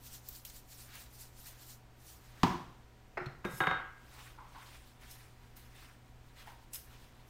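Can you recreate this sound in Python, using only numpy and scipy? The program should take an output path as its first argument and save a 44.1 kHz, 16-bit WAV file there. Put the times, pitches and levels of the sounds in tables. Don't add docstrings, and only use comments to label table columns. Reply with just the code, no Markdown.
import sys
import numpy as np
from scipy import signal
from scipy.fft import rfft, irfft, next_fast_len
from scipy.io import wavfile
from scipy.ndimage import uniform_filter1d, map_coordinates

SR = 44100
rng = np.random.default_rng(int(sys.argv[2]) if len(sys.argv) > 2 else 0)


def ratio_of_db(decibels):
    return 10 ** (np.asarray(decibels, float) / 20)


def log_audio(samples):
    frames = np.atleast_2d(samples).T
    limited = np.clip(frames, -1, 1)
    pcm = np.round(limited * 32767).astype(np.int16)
    wavfile.write(sys.argv[1], SR, pcm)


N = 321489

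# peak_s, level_db, half_length_s
SALT_THROWS = [(0.067, -53, 0.082), (0.146, -50.5, 0.073), (0.284, -56.5, 0.081), (0.355, -53, 0.089),
               (0.567, -55, 0.077), (0.726, -54, 0.073), (0.808, -52, 0.086), (1.005, -53.5, 0.071),
               (1.146, -60, 0.078), (1.219, -52, 0.089), (1.397, -57, 0.088), (1.475, -50, 0.074),
               (1.623, -56.5, 0.098), (1.705, -51.5, 0.077), (2.099, -55.5, 0.13)]
# peak_s, level_db, rise_s, fall_s
SALT_JOLT = [
    (0.453, -52.5, .006, 0.15),
]
# peak_s, level_db, rise_s, fall_s, fine_crystals_db
SALT_SLIDES = [
    (0.965, -57.5, .17, .17, -0.5),
    (1.53, -67.5, 0.15, 0.24, -3),
    (2.42, -65, .2, .35, -2.5),
    (2.25, -71, 0.089, 0.31, 4),
]
# peak_s, level_db, rise_s, fall_s
PEPPER_THROWS = [(3.45, -63.5, 0.0082, .1), (3.526, -57, 0.058, .1), (3.572, -52.5, 0.045, 0.13),
                 (5.116, -55.5, .04, 0.096), (5.566, -62, .012, .15), (6.736, -47, .005, .05),
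                 (6.755, -45, 0.027, 0.04), (6.79, -57, .03, 0.097), (7.29, -68, .05, .05)]
# peak_s, level_db, rise_s, fall_s, fine_grains_db
PEPPER_SLIDES = [(4.2, -61, 0.22, .2, 0), (4.26, -65.5, 0.11, 0.13, 2), (4.62, -63.5, 0.24, 0.25, -4.5),
                 (4.75, -63.5, 0.28, 0.12, 1.5), (4.87, -70, 0.1, 0.17, 3), (5.02, -65.5, 0.038, 0.4, 0.5),
                 (5.2, -69.5, 0.22, 0.24, 2.5), (5.43, -75, 0.064, 0.18, 2), (5.64, -70.5, 0.12, 0.13, -8),
                 (5.75, -70, .03, 0.095, 4.5), (5.83, -63, 0.22, 0.18, -2.5), (6.08, -79, 0.18, 0.079, 1.5),
                 (6.28, -76, .1, .1, 1.5), (6.63, -75, .1, .1, 1.5), (5.57, -68, .01, .06, -8),
                 (6.4, -60.5, 0.071, 0.12, -4), (6.475, -63, 0.045, 0.15, -1),
                 (6.93, -65.5, 0.14, 0.16, -6), (7.03, -69, 0.12, 0.15, 0), (7.2, -74.5, 0.26, .2, -4)]
# frequency_hz, density_db_per_hz
SALT_HISS = [(3000, -19.5), (5000, -8), (6500, -3.5), (8500, -6.5), (10500, -4), (12500, -5.5), (14100, -6),
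             (15300, -4), (16000, -37)]
# frequency_hz, density_db_per_hz
PEPPER_HISS = [(3000, -31), (5000, -4), (6300, -4), (8000, -3), (10400, -0.5), (12500, -6), (15000, -2.5),
               (16000, -9)]
# frequency_hz, density_db_per_hz
WALL_RUB = [(500, -10.5), (1000, -1.5), (1700, 1), (2500, -2), (4000, -25)]
# frequency_hz, density_db_per_hz
COARSE_GRAINS = [(1600, -31), (2700, -4), (3600, -2.5), (5000, -7.5), (7500, -17)]
# pitch_hz, width_hz, level_db
SALT_CAP = [(4270, 930, -2.5), (6500, 500, 0), (13900, 1000, -1)]
# pitch_hz, width_hz, level_db
PEPPER_CAP = [(2880, 180, -11), (5230, 130, 1.5), (6550, 69, -4.5), (7800, 180, -2), (11270, 900, -4),
              (14100, 300, 1)]
# start_s, peak_db, length_s, cap_pitch_hz, cap_level_db
CAP_TICKS = [(0.2872, -33, 0.0086, 14200, 11), (0.361, -40, 0.013, 6520, -7), (0.45, -40, 0.016, 12900, 6),
             (0.453, -49, 0.012, 14800, 0), (0.4662, -42, 0.012, 13800, 3), (0.4986, -35, 0.008, 6450, -6),
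             (0.45, -44.5, 0.012, 3100, 8), (0.501, -52, 0.015, 3300, 8), (6.7335, -52, 0.01, 2970, 12),
             (0.954, -38, 0.014, 14500, 0.5), (5.1103, -44, 0.026, 5250, -10),
             (5.567, -55, 0.03, 13800, 10), (6.733, -33, 0.011, 6550, -10),
             (6.7444, -36, 0.017, 11500, 6.5)]

# start_s, peak_db, crack_db
TUBE_DOWN = [
    (2.433, -12.5, 0),
]
BOX_NUDGE = [
    (3.171, -24.5, -28),
    (3.175, -23, -21),
    (3.219, -38, -13),
    (3.268, -51, -22),
]
SPRING_CLICK = [
    (3.26, -45.5, 6.1),
]
JAR_TOUCH = [
    (3.444, -32.5, -22),
    (3.449, -25.5, -8),
]
JAR_CLINK = [
    (3.604, -15, -22),
    (3.607, -21, -28),
    (3.636, -20.5, -32),
    (3.67, -13.5, -17),
    (3.711, -18, -18),
]
LID_FLAP = [(4.157, -46.5, -26), (4.377, -45, -30), (4.386, -38, -30), (4.406, -43, -30), (4.549, -40, -30),
            (4.557, -41, -30), (4.576, -42, -30)]
LID_SWING = [
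    (6.472, -46, -26),
    (6.479, -40, -30),
]

# pitch_hz, width_hz, level_db
TUBE_BODY = [(252, 72, -5.5), (352, 52, 1), (740, 160, -5), (1010, 150, 1.5), (1780, 350, -11.5)]
BOX_BODY = [(362, 23, 1.5), (746, 156, -7), (1354, 180, -5), (1900, 320, -8.5), (2450, 620, -16.5),
            (5240, 40, -20)]
SPRING_BODY = [(4230, 190, 5), (5400, 270, -9)]
JAR_BASE = [(354, 31, 0), (520, 72, -3.5), (960, 380, -8), (1400, 260, -5), (2030, 360, -8.5),
            (2650, 850, -21)]
JAR_BODY = [(333, 62, -10.5), (537, 42, -10.5), (735, 130, -9.5), (1080, 560, -7), (1474, 300, -2.5),
            (2125, 186, -9), (2970, 540, -16.5)]
LID_BODY = [(814, 130, -6), (1010, 170, 4.5), (1500, 260, -6), (2050, 300, -9)]
LID_HANGING = [(870, 160, 6), (1080, 200, -1.5), (1750, 600, -6)]
HARD_EDGE = [(2800, 1960, 7), (7000, 2500, -10.5), (13000, 5000, -23)]

# start_s, level_db, upper_modes_db
GLASS_RINGS = [
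    (3.448, -44.5, -5.5),
    (3.604, -31, -9),
    (3.67, -35.5, -7),
    (3.711, -40, -7.5),
]
# pitch_hz, level_db, t60_s
GLASS_MODES = [(756.4, -6.5, 0.41), (955, -15.5, 0.56), (1120, -7.5, 0.42), (1296, -5, 0.54),
               (1513, -11, 0.56), (1619, -1.5, 0.62), (1628, -6.5, 0.52), (3710, -3, 0.4),
               (3760, -12, 0.52), (6620, -26, 0.29)]
# start_s, peak_db, pitch_hz, t60_s
METAL_PINGS = [
    (3.175, -61, 5216, .13),
    (3.176, -63, 4118, .2),
    (3.26, -64, 4300, .2),
    (3.449, -63, 5911, 0.18),
]
# start_s, peak_db, pitch_hz, t60_s
COUNTER_THUDS = [(2.4345, -15, 180, 0.06), (2.4345, -20, 245, 0.06), (2.458, -28, 170, .08),
                 (2.555, -33, 180, .08), (2.51, -24.5, 179, 0.045), (3.215, -38.5, 132, 0.049),
                 (3.266, -34, 133, 0.086), (3.45, -29, 197, 0.08), (3.487, -44, 168, 0.11),
                 (3.536, -40.5, 135, 0.065), (3.611, -31.5, 151, 0.091), (3.675, -32.5, 162, 0.1),
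                 (3.72, -37, 138, 0.064), (2.436, -31.5, 100, 0.19)]
# frequency_hz, t60_s
ROOM_DECAY = [(100, 0.51), (400, 0.48), (1500, 0.56), (5000, 0.52), (12000, 0.51)]
# pitch_hz, level_db_rms
FRIDGE_HUM = [(32, -67.5), (60, -69.5), (120, -63), (240, -77), (752, -78), (960, -79.5)]
# frequency_hz, density_db_per_hz
ROOM_TONE = [(20, -3.5), (63, -2.5), (85, -11), (125, -12.5), (170, -16), (300, -16), (450, -19.5),
             (760, -21), (2000, -26.5), (4000, -33), (8000, -38.5), (10500, -41.5), (13500, -39),
             (16000, -44)]
# frequency_hz, level_db
MIC_COLOUR = [(9000, 0), (10400, -5), (11800, -1.5)]


def unit(x):
    return x / np.sqrt(np.mean(x ** 2) + 1e-20)


def along(points, hz):
    f, value = np.transpose(points)
    return np.interp(np.log(hz + 1), np.log(f + 1), value)


def wobble(rate_hz):
    at = np.arange(0, N + 32, 32)
    knots = rng.standard_normal(int(N * rate_hz / SR) + 4)
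    return np.interp(np.arange(N), at, map_coordinates(knots, [at * rate_hz / SR]))


def filtered(x, response):
    size = next_fast_len(len(x) + 8192)
    spectrum = rfft(x, size) * response(np.fft.rfftfreq(size, 1 / SR))
    return irfft(spectrum, size)[:len(x)]


def coloured(x, spectrum):
    return unit(filtered(x, lambda hz: ratio_of_db(along(spectrum, hz))))


def body(x, modes):
    def response(f):
        total = 0
        for k, (hz, width, db) in enumerate(modes):
            damping = 1j * f * width
            total = total + (-1) ** k * ratio_of_db(db) * damping / (hz * hz - f * f + damping)
        return total
    return filtered(x, response)


def room(x, early_db, wet_db, direct_db=0.0):
    hz, t, z = signal.stft(rng.standard_normal(SR // 2 + SR // 8), SR, nperseg=256)
    decay = ratio_of_db(-60 * t / along(ROOM_DECAY, hz)[:, None])
    tail = signal.istft(z * decay, SR, nperseg=256)[1]
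    t = np.arange(len(tail)) / SR
    tail = tail * (1 - np.exp(-t / 0.012))
    early = rng.standard_normal(len(t)) * ratio_of_db(-60 * t / 0.045) * (1 - np.exp(-t / 0.0011))
    echoes = ratio_of_db(early_db) * early / np.linalg.norm(early) + ratio_of_db(wet_db) * tail / np.linalg.norm(tail)
    return ratio_of_db(direct_db) * x + signal.fftconvolve(x, echoes)[:len(x)]


def add(track, s, x):
    part = track[round(s * SR):][:len(x)]
    part += x[:len(part)]


def shaking():
    rise_share = 0.48
    throws = [(s, db, rise_share * 2 * half, (1 - rise_share) * 2 * half) for s, db, half in SALT_THROWS]
    salt = powder(throws + SALT_JOLT, SALT_SLIDES, SALT_HISS, SALT_CAP, clump_db=0.5, patchy_db=2.0,
                  cap_db=-10.5, wall_db=[-16, 1.5], coarse_db=[-10.5, 0.5])
    pepper = powder(PEPPER_THROWS, PEPPER_SLIDES, PEPPER_HISS, PEPPER_CAP, clump_db=-0.5, patchy_db=2.5,
                    cap_db=-1.5, wall_db=[-17, 2.5], coarse_db=[-9, 1.5])
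    return salt + pepper


def powder(throws, slides, hiss, cap, clump_db, patchy_db, cap_db, wall_db, coarse_db):
    grains = rng.standard_normal((3, N)) * ratio_of_db(1.5 * rng.standard_exponential((3, N)))
    z = signal.stft(grains * ratio_of_db(clump_db * wobble(150)), nperseg=256)[2]
    patches = uniform_filter1d(rng.standard_normal(z.shape), size=9, axis=1)
    patches = uniform_filter1d(patches, size=8, axis=2)
    grains = signal.istft(z * ratio_of_db(patchy_db * unit(patches)), nperseg=256)[1][:, :N]
    fine = coloured(grains[0], hiss)
    wall = coloured(grains[1], WALL_RUB)
    coarse = coloured(grains[2], COARSE_GRAINS)

    thrown = strokes(throws)
    slid = strokes([row[:-1] for row in slides])
    sifted = strokes([(s, db + fine_db, rise, fall) for s, db, rise, fall, fine_db in slides])

    def level(share_db):
        return np.sqrt(ratio_of_db(2 * share_db[0]) * thrown + ratio_of_db(2 * share_db[1]) * slid)

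    ringing = ratio_of_db(cap_db) * np.sqrt(thrown) * unit(body(grains[0] + grains[1], cap))
    return np.sqrt(thrown + sifted) * fine + ringing + level(wall_db) * wall + level(coarse_db) * coarse


def strokes(rows):
    pointed = 1.19
    t = np.arange(0, N / SR + .002, .001)
    s, db, rise, fall = np.transpose(rows)[..., None]
    away = np.abs(t - s) / np.maximum(np.where(t < s, rise, fall), .002)
    power = np.sum(ratio_of_db(db - 20 * away ** pointed) ** 2, axis=0)
    return np.interp(np.arange(N) / SR, t, power)


def ticks():
    out, t = np.zeros(N), np.arange(SR // 10) / SR
    for s, db, length, hz, cap_db in CAP_TICKS:
        burst = coloured(rng.standard_normal(len(t)), SALT_HISS)
        burst += ratio_of_db(cap_db) * unit(body(rng.standard_normal(len(t)), [(hz, 0.18 * hz, 0)]))
        envelope = ratio_of_db(db - 1.5 - 60 * t / max(length, .002)) * (1 - np.exp(-t / 0.0012))
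        add(out, s, envelope * burst)
    return out


def knocks(events, modes, contact_s, direct_db, early_db, wet_db):
    out, t = np.zeros(N), np.arange(SR // 2 + SR // 8) / SR
    push = np.exp(-((t - 3 * contact_s) / contact_s) ** 2)
    shell = body(push, modes)
    shell = shell / np.abs(shell).max()
    crack = body(1.0 * (t == 0), HARD_EDGE)
    crack = crack / np.abs(crack).max()
    for s, db, crack_db in events:
        add(out, s, ratio_of_db(db) * room(shell + ratio_of_db(crack_db) * crack, early_db, wet_db, direct_db))
    return out


def objects():
    hits = knocks(TUBE_DOWN, TUBE_BODY, contact_s=.0001, direct_db=-2, early_db=-1.0, wet_db=-3.5)
    hits += knocks(BOX_NUDGE, BOX_BODY, contact_s=.00006, direct_db=-9.5, early_db=2.5, wet_db=-0.5)
    hits += knocks(SPRING_CLICK, SPRING_BODY, contact_s=.00003, direct_db=-2.0, early_db=2.5, wet_db=-5.0)
    hits += knocks(JAR_TOUCH, JAR_BASE, contact_s=.00008, direct_db=-3, early_db=1.5, wet_db=-1.0)
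    hits += knocks(JAR_CLINK, JAR_BODY, contact_s=.00008, direct_db=-3.5, early_db=-1.0, wet_db=-2.5)
    hits += knocks(LID_FLAP, LID_BODY, contact_s=.00013, direct_db=-6, early_db=-2.5, wet_db=0.0)
    hits += knocks(LID_SWING, LID_HANGING, contact_s=.00013, direct_db=-5, early_db=-2.5, wet_db=-1.5)
    return hits


def glass():
    grip_s, grip_t60_s = 3.79, .15
    out, t = np.zeros(N), np.arange(SR) / SR
    for s, db, upper_db in GLASS_RINGS:
        upper = upper_db - 60 * np.maximum(s + t - grip_s, 0) / grip_t60_s
        ring = np.zeros(len(t))
        for hz, level, t60 in GLASS_MODES:
            fade_db = level + upper * (hz > 3000) - 60 * t / t60
            ring += ratio_of_db(fade_db) * np.sin(2 * np.pi * hz * t)
        add(out, s, ratio_of_db(db) * (1 - np.exp(-t / 0.0029)) * ring)
    return out


def pings():
    out, t = np.zeros(N), np.arange(SR // 2) / SR
    for s, db, hz, t60 in METAL_PINGS:
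        add(out, s, ratio_of_db(db - 60 * t / t60) * (1 - np.exp(-t / 0.0023)) * np.sin(2 * np.pi * hz * t))
    return out


def counter():
    out, t = np.zeros(N), np.arange(SR // 2) / SR
    for s, db, hz, t60 in COUNTER_THUDS:
        swing = ratio_of_db(db - 60 * t / t60) * (1 - np.exp(-t / 0.00087)) * np.sin(2 * np.pi * hz * t)
        add(out, s, room(swing, early_db=-7.5, wet_db=-8.5))
    return out


def kitchen():
    t, hum = np.arange(N) / SR, np.zeros(N)
    for hz, db in FRIDGE_HUM:
        level = ratio_of_db(db + 3 + 1.5 * wobble(8))
        hum += level * np.sin(2 * np.pi * hz * t + .3 * wobble(3))
    air_db = -56.5 - 3.0 + .6 * wobble(3)
    return hum + ratio_of_db(air_db) * coloured(rng.standard_normal(N), ROOM_TONE)


def scene():
    powders = shaking() + room(ticks(), early_db=-5, wet_db=-7)
    mix = powders + objects() + glass() + pings() + counter() + kitchen()
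    return mix[None]


def low_pass(x):
    return signal.sosfilt(signal.butter(12, 16500, fs=SR, output="sos"), x)


def record(dry):
    soft = dry[0] / (1 + np.abs(dry[0] / .27) ** 4) ** (1 / 4)
    mix = filtered(soft, lambda hz: ratio_of_db(along(MIC_COLOUR, hz)) * (hz < 15830))
    return low_pass(mix[None])


dry = scene()
out = record(dry)
log_audio(out)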